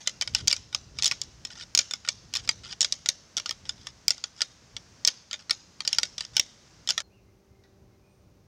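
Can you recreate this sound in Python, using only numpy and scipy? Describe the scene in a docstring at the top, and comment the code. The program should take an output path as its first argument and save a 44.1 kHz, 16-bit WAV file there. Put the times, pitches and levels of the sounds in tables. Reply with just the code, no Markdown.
"""Two deer antlers are clacked and ground together by hand, close to the microphone, over the air of a wood.
From the start the air hisses and rumbles; soon the beams scrape by stick and slip, and blows ring short bone
modes. Each blow chatters, rebounds and carries a low thump, while trunks scatter a faint echo as decaying
noise. Just after the last clack the scene changes: all but the low rumble crossfades within 10 ms to a quieter
wood: leaf hiss of shaped noise, a far engine of a few wavering sines, gliding bird notes and one snapping twig."""
import sys
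import numpy as np
from scipy import signal
from scipy.fft import rfft, irfft, next_fast_len
from scipy.io import wavfile
from scipy.ndimage import uniform_filter1d

SR = 44100
rng = np.random.default_rng(int(sys.argv[2]) if len(sys.argv) > 2 else 0)


def store_pcm(level_fs):
    """Save levels as 16-bit WAV."""
    pcm = np.round(np.clip(level_fs, -1, 1) * 32767).astype(np.int16)
    wavfile.write(sys.argv[1], SR, np.atleast_2d(pcm).T)


N = 373527
TIME = np.arange(N) / SR  # seconds

# Low rumble of the air. Each row: time in seconds, relative level in dB.
RUMBLE_LEVELS = [(0.0, -66.5), (0.52, -50.5), (1.67, -59), (2.64, -55), (3.28, -65.5), (3.73, -57),
                 (4.51, -65), (4.93, -57.5), (5.12, -67), (5.92, -61.5), (8.26, -64.5), (8.47, -62.5)]
# Spectrum of the rumble. Each row: frequency in Hz, relative level in dB.
RUMBLE_COLOUR = [(25, -21.5), (40, -7), (60, -1.5), (80, -1), (110, -1), (230, -13.5), (400, -19.5)]
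# Low buffets of moving arms or air on the microphone.
# Each row: time of its height in seconds, half-length in seconds, level in dB.
BUFFETS = [(0.345, .06, -46), (.46, .08, -41.5), (0.964, .06, -46), (1.273, .08, -50.5), (2.45, .05, -49),
           (4.765, .05, -54), (6.348, .05, -52.5), (7.832, .07, -56), (8.298, .07, -58)]
# Air of the wood during the rattling. Each row: frequency in Hz, relative level in dB.
NEAR_AIR_COLOUR = [(100, -2.5), (185, -0.5), (330, -7), (800, -11), (1500, -12), (2600, -15), (3800, -16.5),
                   (5000, -10.5), (6300, -11), (7800, -23.5), (10500, -35.5), (15500, -40.5)]
# What the trees receive, and what they scatter. Each row: frequency in Hz, relative level in dB.
RADIATED_COLOUR = [(300, -21.5), (1400, -13.5), (2400, -9.5), (3400, -3.5), (4300, -2.0), (5300, 6),
                   (6500, -3.5), (7800, -18), (10000, -27.5), (15000, -39.5)]
ECHO_COLOUR = [(200, 9.0), (1500, 0.5), (4000, -3.5), (5300, -8.5), (6400, 0.0), (9000, -2.5), (15000, -8)]
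# Bending modes of the pair of antlers.
# Each row: frequency in Hz, relative level in dB, t60 as a multiple of the contact's.
BONE_MODES = [(600, -10.5, 1.6), (868, -9.5, 1.6), (1222, -25, 1.5), (1250, -14, 1.5), (1443, -3.5, 1.7),
              (1827, -4.5, 1.5), (1982, -14, 1.3), (2234, -10, 1.3), (2394, -13, 1.4), (2910, -9, 1.3),
              (3030, -4, 1.3), (3287, -3, 1.1), (3510, 0, 1.2), (3727, -7, 1.1), (4080, -9, 1.1),
              (4920, -11, 1), (4920, -0.5, 1), (5085, -6, 1), (5380, 6, 1), (5690, 1.5, .9), (6330, -6, .9),
              (6753, -2, .9), (6920, -16.5, .8), (7495, -12.5, .8), (7950, -5, .7), (8740, -18, .7),
              (9220, -12, .7), (10400, -26.5, .6), (10640, -29.5, .5), (12970, -33, .5)]
# Bright crack and duller shiver of the bone. Each row: frequency in Hz, relative level in dB.
CRACK_COLOUR = [(200, -8.5), (1000, -12), (3000, 5.5), (5300, 1.5), (7000, -6.5), (10000, -13.5),
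                (15000, -31.0)]
SHIVER_COLOUR = [(300, -12), (1400, -13), (3300, 1.5), (5300, -2), (6700, -3.0), (8000, -11.5),
                 (10000, -32.0), (15000, -43.0)]
# Deliberate rubs of beam along beam.
# Each row: start in seconds, end in seconds, relative level at the start in dB, at the end in dB.
SCRAPES = [(.055, .07, -44, -45), (.334, .349, -46.5, -43.5), (.349, .41, -31.5, -41.5),
           (.943, .98, -59.5, -43.5), (1.502, 1.532, -42.5, -46), (1.554, 1.633, -46.5, -36.5),
           (2.327, 2.4, -46, -39), (2.43, 2.455, -51.5, -41), (2.634, 2.696, -39, -47),
           (2.69, 2.735, -42, -33.5), (3.654, 3.687, -43, -58.5), (3.76, 3.898, -57, -50),
           (4.361, 4.414, -49, -43), (5.392, 5.42, -44.5, -53.5), (5.88, 5.976, -42.5, -44),
           (6.334, 6.36, -48, -39)]
# Blows of antler on antler. Each row: start in seconds, strength in dB, hardness in dB (0 = beam on beam,
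# 12 = tip on tip), hollow knock of the beam in dB, pitch of the struck tine in Hz.
BLOWS = [(0.0736, -17.5, 1.5, 3, 3850), (0.2114, -20.5, 1.5, -0.5, 4830), (0.2217, -22.5, 3, 4.5, 6650),
         (0.2749, -27.0, 2, 1.5, 4900), (0.3485, -14.5, 2, -1, 5090), (0.474, -20.5, 2, -3.5, 4100),
         (0.48, -11.5, 12.5, 0, 6100), (0.4995, -27.5, 7, 0.5, 5870), (0.5052, -24.0, -1, -2.5, 3620),
         (0.5128, -15, 4, -2.5, 5500), (0.5271, -11.5, 4, 1.5, 4780), (0.5643, -27.5, 7, -3, 5600),
         (0.7272, -36.5, -5, 1, 3660), (0.7472, -15.5, 4, 2.5, 5230), (0.9871, -24, 3.5, -1, 4910),
         (0.9956, -33.5, 1, 0.5, 4800), (1.0235, -18, 4.5, -2, 4180), (1.0335, -21.5, 4, -5, 5310),
         (1.0439, -16.5, 5.5, -6.5, 3700), (1.0572, -15, 10, -1.5, 5220), (1.0634, -16.5, 5, -7, 3930),
         (1.0713, -24, 6, -4, 5380), (1.078, -21, 11, -5, 6160), (1.1121, -18, 1, 4.5, 4900),
         (1.12, -24, 5, 7, 5520), (1.2155, -24.0, 11.5, -3, 4810), (1.4504, -27.5, 5.5, -1.5, 5300),
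         (1.7499, -12.5, 7.5, 2, 5150), (1.7752, -13, 11, 4, 5130), (1.789, -13.0, 13, -0.5, 5060),
         (1.7907, -11.5, 2.5, 0, 5350), (1.8132, -29, 5, -1.5, 4740), (1.91, -24, 0.5, 0.5, 3650),
         (1.936, -20, 3.5, 3, 5390), (2.049, -39.5, -5, 6, 3010), (2.076, -34.5, -4, 6.5, 4840),
         (2.0873, -15, 5, 2, 5320), (2.3382, -24, 3.5, -3, 4845), (2.3524, -23, 1.5, -1, 5460),
         (2.3603, -22.5, -0.5, -4.5, 4180), (2.3689, -24, 10.5, -2.5, 5100), (2.476, -33, 2, 3, 5100),
         (2.4905, -14, 2.5, 4, 4740), (2.8072, -17, 9, -1, 5630), (2.815, -16.5, 14, 3.5, 5600),
         (2.8278, -20.0, 6, -1.5, 5530), (2.846, -18, 1, 0.5, 5000), (2.9236, -18.5, 8.5, -4, 5270),
         (3.0595, -24.5, 0.5, 2.5, 3880), (3.0879, -14, 6.5, 0.5, 5530), (3.3682, -21.5, 5, -3, 5570),
         (3.3753, -24, 3, -4, 5660), (3.3809, -25, 1, 1.5, 5000), (3.3985, -29.5, 2, 1, 5630),
         (3.4591, -26.0, -0.5, 3, 4725), (3.493, -25.0, 7, 5.5, 5370), (3.5093, -24, 2, 1.5, 5030),
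         (3.6925, -22.5, 3, -1.5, 3450), (3.869, -30.5, 1.5, 2.5, 5390), (4.0812, -12.5, 12, -6, 5370),
         (4.1053, -11, 8, 1.5, 5310), (4.18, -37.5, 4, 1, 5500), (4.2395, -21, 3, 1.5, 4870),
         (4.4066, -25, -1, 4, 3560), (4.4175, -13.5, 4.5, 2.5, 4890), (4.7657, -29, -2.5, -4, 3330),
         (5.0495, -15.5, 11, -1, 5550), (5.0746, -10, 8.5, 2, 5290), (5.083, -17, 2, -2, 4920),
         (5.311, -29.5, 0, 0, 4830), (5.3303, -24.5, -1, 0, 5060), (5.3401, -28.5, -5, -1.5, 3620),
         (5.4959, -26.5, -1.5, 4, 4150), (5.5083, -13, 3, 2.5, 4770), (5.8048, -26.5, -1.5, 1.5, 4400),
         (5.85, -31, 1, 1, 4860), (5.8761, -16.5, 7, -2, 5620), (5.929, -16.5, 6.5, -6, 5600),
         (5.9847, -13.5, 5, 6, 4760), (6.0317, -17, 0.5, 2, 5370), (6.1805, -26.0, 2.5, -2.5, 5600),
         (6.207, -25.5, 1, -1, 4640), (6.2504, -34.5, 8.5, 1, 5670), (6.3667, -13, 3, -1.5, 3460),
         (6.3786, -25.5, 1, -2, 5120), (6.3963, -11, 5, -0.5, 5200), (6.8744, -25.5, 1, -2.5, 4160),
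         (6.8895, -17.0, -0.5, -3.5, 3640), (6.898, -23, 3, 2, 5640), (6.9055, -16.5, 3, 0, 5200),
         (6.978, -20, -3.5, 3, 3420), (7.0032, -29.0, 3, 5.5, 4900)]
# Edges in Hz of the five registers thud, knock, clack, ring, tick.
REGISTER_EDGES = [250, 1100, 2200, 4400, 7200, 16000]
# How a blow shares its energy, for thud, knock, clack, ring, tick in turn.
# Each row: level in dB, dB per dB of hardness, dB per dB of strength, dB per dB of hollow knock.
REGISTER_SHARES = [(-23.5, -0.39, -0.25, 0.58), (-15, -0.92, -0.23, 1.23), (-3.8, -0.65, -0.005, -0.16),
                   (-3, .35, 0, 0), (-16.5, 0.12, 0.16, -0.06)]
# Air of the quiet wood afterwards. Each row: frequency in Hz, relative level in dB.
FAR_AIR_COLOUR = [(100, -8), (200, -13), (400, -13), (700, -20), (1100, -23.5), (1800, -29.5),
                  (2400, -28.5), (3300, -33.5), (4700, -30.5), (6200, -29), (7500, -39), (10000, -42.5),
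                  (15500, -41)]
# Lines of a far engine. Each row: frequency in Hz, relative level in dB.
ENGINE_LINES = [(193.8, -67.5), (339.1, -74.5), (387.6, -68.5), (586.8, -76), (780.6, -80)]
# Distant bird notes. Each row: start in seconds, length in seconds, start pitch in Hz,
# middle pitch in Hz, end pitch in Hz, relative level in dB.
BIRD_NOTES = [(7.0, 0.093, 4290, 4180, 4090, -71.5), (7.1, 0.099, 2280, 2790, 2153, -71),
              (7.219, 0.096, 2190, 2107, 2065, -80), (7.489, 0.13, 2070, 2100, 2074, -81),
              (7.9, 0.063, 2180, 2130, 2074, -81), (8.0, .14, 2330, 2460, 2380, -78),
              (8.04, 0.16, 8500, 8720, 8680, -84.5)]
# A twig snaps far off. The single row: start in seconds, relative level in dB.
TWIG = (7.638, -55)
# Spectrum of the snap. Each row: frequency in Hz, relative level in dB.
SNAP_COLOUR = [(1400, -4), (1900, 4), (2800, -14), (4000, 5), (5200, -1), (7500, -21)]

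USUAL_DB = -20  # strength of an ordinary blow
RING_S, RING_HALVES_DB = 0.027, 20  # base t60 at hardness 0; it halves with this much hardness
REBOUND_S, REBOUND_DB = .016, -21  # typical delay and typical level of the second touch
PRESSED_S, GRIND_DB = .045, -45  # blows closer than this grind in between, at this relative level
QUIET_FROM_S = 7.022  # middle of the crossfade to the quiet wood
ENGINE_PEAK_S, ENGINE_FADE_DB_PER_S = 7.72, 8.5  # loudest moment, and fade to either side
CEILING, TOP_HZ = 0.56, 16000  # amplitude the peaks are rounded towards; top of the passband


def undb(db):
    """Decibels to gain."""
    return 10 ** (np.asarray(db) / 20)


def unit(x):
    """Scale to rms 1."""
    return x / np.sqrt(np.mean(x ** 2) + 1e-20)


def add(track, s, sound):
    """Mix a sound into a track at time s."""
    i = max(int(s * SR), 0)
    track[i:i + len(sound)] += sound[:max(N - i, 0)]


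def band(x, lo_hz, hi_hz):
    """Causal band-pass."""
    return signal.sosfilt(signal.butter(2, [lo_hz, hi_hz], "band", fs=SR, output="sos"), x)


def coloured(points, size=N):
    """Noise of rms 1 with a (Hz, dB) spectrum, falling away beyond its end points."""
    hz, db = np.transpose(points)
    n = next_fast_len(size)
    f = np.maximum(np.fft.rfftfreq(n, 1 / SR), 1)
    gain = undb(np.interp(np.log(f), np.log(hz), db))
    gain = gain * np.minimum(f / hz[0], 1) ** 2 * np.minimum(hz[-1] / f, 1) ** 2
    return unit(irfft(rfft(rng.standard_normal(n)) * gain, n)[:size])


def walk(rate):
    """Random drift of spread near 1, gliding between `rate` fresh values per second."""
    knots = rng.standard_normal(int(N / SR * rate) + 2)
    return np.interp(TIME * rate, np.arange(len(knots)), knots)


def sine(hz):
    """Sine that follows a moving pitch."""
    return np.sin(2 * np.pi * np.cumsum(hz) / SR)


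def fade(t, t60):
    """Exponential decay, 60 dB down after t60."""
    return np.exp(-np.log(1000) * t / np.maximum(t60, 1e-4))


def near_air(level_db=-56.5, sway_db=1.0):
    """Shaped noise for the air of the wood during the rattling, swaying gently in level."""
    return coloured(NEAR_AIR_COLOUR) * undb(level_db + sway_db * walk(3))


def rumble(level_db=2.0, flutter_db=1.5):
    """Low rumble of the air, swelling briefly with each buffet."""
    s, db = np.transpose(RUMBLE_LEVELS)
    power = undb(np.interp(TIME, s, db) + level_db) ** 2
    for middle, half, buffet_db in BUFFETS:
        power = power + undb(buffet_db) ** 2 * np.exp(-2 * ((TIME - middle) / half) ** 2)
    return coloured(RUMBLE_COLOUR) * np.sqrt(power) * undb(flutter_db * walk(16))


def radiated(x, earlier_db=-17):
    """Each mode beams its own way, so the trees get an even blend: noise with the loudness of the blows."""
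    power = np.maximum(uniform_filter1d(x ** 2, size=64), 0)
    power += undb(earlier_db) ** 2 * fade(TIME, .02)  # the wood still rings from an earlier clack
    return np.sqrt(power) * coloured(RADIATED_COLOUR)


def trunks(x, early_db=-24, early_t60=0.097, late_db=-22, late_t60=0.69, patchy_db=4):
    """Echo of the wood: near trunks and ground give a short scatter, far ones a long thin tail."""
    t = np.arange(int(1.5 * SR)) / SR
    patches_db = patchy_db * np.repeat(rng.standard_normal(len(t) // 64 + 1), 64)[:len(t)]
    scatter = unit(coloured(ECHO_COLOUR, size=len(t)) * undb(patches_db))
    onset = np.clip(t / 0.007, 0, 1) ** 2
    echo = 0
    for db, t60 in ((early_db, early_t60), (late_db, late_t60)):
        tail = scatter * fade(t, t60) * onset
        echo = echo + undb(db) * tail / np.sqrt(np.sum(tail ** 2))
    return signal.fftconvolve(x, echo)[:N]


def bone(tine_hz, t60, tine_db=7.0, detune=0.025, tine_ring=0.59, crack_db=3, crack_t60=0.0035,
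         body_db=1, body_ring=0.74, shiver_db=-21, shiver_t60=0.09):
    """Response to one tap: the spot that is struck weights the modes, the grip detunes them."""
    t = np.arange(2600) / SR
    hz, db, life = np.transpose(BONE_MODES)
    weight, shift = rng.standard_normal((2, len(hz)))
    modes = np.sin(2 * np.pi * np.outer(hz * (1 + detune * shift), t)) * fade(t, t60 * life[:, None])
    ringing = (weight * undb(db)) @ modes
    tine = undb(tine_db) * np.sin(2 * np.pi * tine_hz * t) * fade(t, tine_ring * t60)
    # countless weak modes: a bright crack at the contact, and a duller shiver through the branches
    crack = undb(crack_db) * coloured(CRACK_COLOUR, size=len(t)) * fade(t, crack_t60)
    dense = coloured(SHIVER_COLOUR, size=len(t))
    shiver = dense * (undb(body_db) * fade(t, body_ring * t60) + undb(shiver_db) * fade(t, shiver_t60))
    return ringing + tine + crack + shiver


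def rubs():
    """All spans in which bone slides on bone: the deliberate rubs and the short gaps between close blows."""
    times = [s for s, *_ in BLOWS]
    grinds = [(a, b, GRIND_DB, GRIND_DB) for a, b in zip(times, times[1:]) if b - a < PRESSED_S]
    return list(SCRAPES) + grinds


def scrapes(slips_per_s=900, spread_db=6.5, catch_db=2, tine_hz=4900, t60=0.021, level_db=-1.5):
    """Knobbly bone sticks and slips: a shower of tiny taps whose colour changes as the contact travels."""
    n = 400  # samples of travel between two knobs of the bone
    out = np.zeros(N)
    for start, end, first_db, last_db in rubs():
        for s in np.arange(start, end, n / SR):
            slips = (rng.random(n) < slips_per_s / SR) * undb(spread_db * rng.standard_normal(n))
            slips[rng.integers(n)] = 1  # every knob slips at least once
            rub = signal.fftconvolve(slips, bone(tine_hz, t60))
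            rub_db = np.interp(s, [start, end], [first_db, last_db]) + catch_db * rng.standard_normal()
            add(out, s, undb(rub_db) * rub * np.sqrt(n / np.sum(rub ** 2)))
    return undb(level_db) * band(out, 1000, 8000)


def clacks(chatter=.4, chatter_s=.002, scatter_db=.5, rebound_spread_db=3):
    """Each blow chatters within milliseconds, then rebounds; hard ones ring higher and shorter, weak ones duller."""
    splits = [signal.butter(4, edges, "band", fs=SR, output="sos")
              for edges in zip(REGISTER_EDGES, REGISTER_EDGES[1:])]
    blow_samples = .005 * SR  # every register is first set to the energy of 5 ms at rms 1
    share_db, by_hardness, by_strength, by_knock = np.transpose(REGISTER_SHARES)
    out = np.zeros(N)
    for s, db, hardness, knock, tine_hz in BLOWS:
        tap = bone(tine_hz, RING_S * .5 ** (hardness / RING_HALVES_DB))
        lag = int(SR * chatter_s * rng.uniform(.2, 1)) + 1
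        tap = tap + chatter * np.pad(tap, (lag, 0))[:len(tap)]
        colour_db = share_db + by_hardness * hardness + by_strength * (db - USUAL_DB) + by_knock * knock
        gains = undb(db + colour_db + scatter_db * rng.standard_normal(len(splits)))
        parts = np.array([signal.sosfilt(split, tap) for split in splits])
        clack = (gains * np.sqrt(blow_samples / np.sum(parts ** 2, axis=1))) @ parts
        add(out, s, clack)
        # the antlers spring apart and touch again, later and weaker
        rebound = undb(REBOUND_DB + rebound_spread_db * rng.standard_normal()) * clack
        add(out, s + REBOUND_S * rng.uniform(.5, 1.4), rebound)
    return out


def thumps(below_blow_db=-27, thump_hz=120, t60=0.031):
    """A short, damped low thump under each blow, growing with its strength."""
    t = TIME[:SR // 10]
    out = np.zeros(N)
    for s, db, *_ in BLOWS:
        thump = np.sin(2 * np.pi * thump_hz * rng.uniform(.7, 1.5) * t) * fade(t, t60)
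        add(out, s, undb(db + below_blow_db) * thump)
    return out


def birds(warble=0.022):
    """Whistled notes: each sine bends through three pitches, warbling, and swells and dies smoothly."""
    out = np.zeros(N)
    quaver = 1 + warble * walk(150)
    for s, length, first_hz, middle_hz, last_hz, db in BIRD_NOTES:
        u = np.linspace(0, 1, int(length * SR))
        bend = np.polyfit([0, .5, 1], [first_hz, middle_hz, last_hz], 2)
        hz = np.polyval(bend, u) * quaver[:len(u)]
        swell = np.sqrt(2 * np.abs(np.sin(np.pi * u)))
        add(out, s, undb(db) * swell * sine(hz))
    return out


def far_air(level_db=-64):
    """Steady shaped noise for the leaf hiss of the quiet wood."""
    return coloured(FAR_AIR_COLOUR) * undb(level_db)


def engine(level_db=2, waver_db=1.8):
    """A far engine drones on a few sines that waver in level and pitch, swelling to a peak and fading."""
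    drone = 0
    for hz, db in ENGINE_LINES:
        drone = drone + undb(db + waver_db * walk(4)) * sine(hz * (1 + .003 * walk(3.2)))
    swell_db = level_db - ENGINE_FADE_DB_PER_S * np.abs(TIME - ENGINE_PEAK_S)
    return undb(swell_db) * np.sqrt(2) * drone


def twig():
    """A snapping twig: one burst of shaped noise that dies at once."""
    t = TIME[:SR // 10]
    s, db = TWIG
    out = np.zeros(N)
    add(out, s, undb(db) * coloured(SNAP_COLOUR, size=len(t)) * fade(t, 0.037))
    return out


def among_trees(calls, direct_db=-1, echo_db=16.5):
    """Sounds from deep in the wood arrive both directly and as a strong echo off the trunks."""
    return undb(direct_db) * calls + undb(echo_db) * trunks(calls)


def gain_control(x, threshold_db=-8, squeeze=0.48, attack_s=0.0067, release_s=0.93):
    """The hardest clacks push the gain down, so the wood ducks and swells back after them."""
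    leak = TIME / release_s
    held = np.maximum.accumulate(np.log(np.abs(x) + 1e-9) + leak, axis=-1) - leak  # log of a slowly falling peak
    over = np.maximum(held - np.log(undb(threshold_db)), 0)
    pole = np.exp(-1 / (attack_s * SR))
    return x * np.exp(-squeeze * signal.lfilter([1 - pole], [1, -pole], over))


def scene():
    """The scene changes: the rattling and its echo crossfade within 10 ms to the quiet wood, over one
    continuous low rumble."""
    air, low = near_air(), rumble()
    antlers = scrapes() + clacks()
    near = antlers + thumps() + trunks(radiated(antlers)) + air
    far = among_trees(birds() + twig()) + far_air() + engine()
    quiet = np.clip((TIME - QUIET_FROM_S) / .01 + .5, 0, 1)  # 10 ms crossfade
    return (near * (1 - quiet) + far * quiet + low)[None]


def record(dry, drive_db=-1.2):
    """The recorder ducks after the hardest clacks, rounds their peaks and cuts the top."""
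    x = signal.resample_poly(gain_control(dry * undb(drive_db)), 2, 1, axis=-1)  # oversample the rounding
    rounded = x / (1 + (x / CEILING) ** 6) ** (1 / 6)
    x = signal.resample_poly(rounded, 1, 2, axis=-1)
    return signal.sosfilt(signal.ellip(8, .2, 70, TOP_HZ, fs=SR, output="sos"), x)


dry = scene()
out = record(dry)
store_pcm(out)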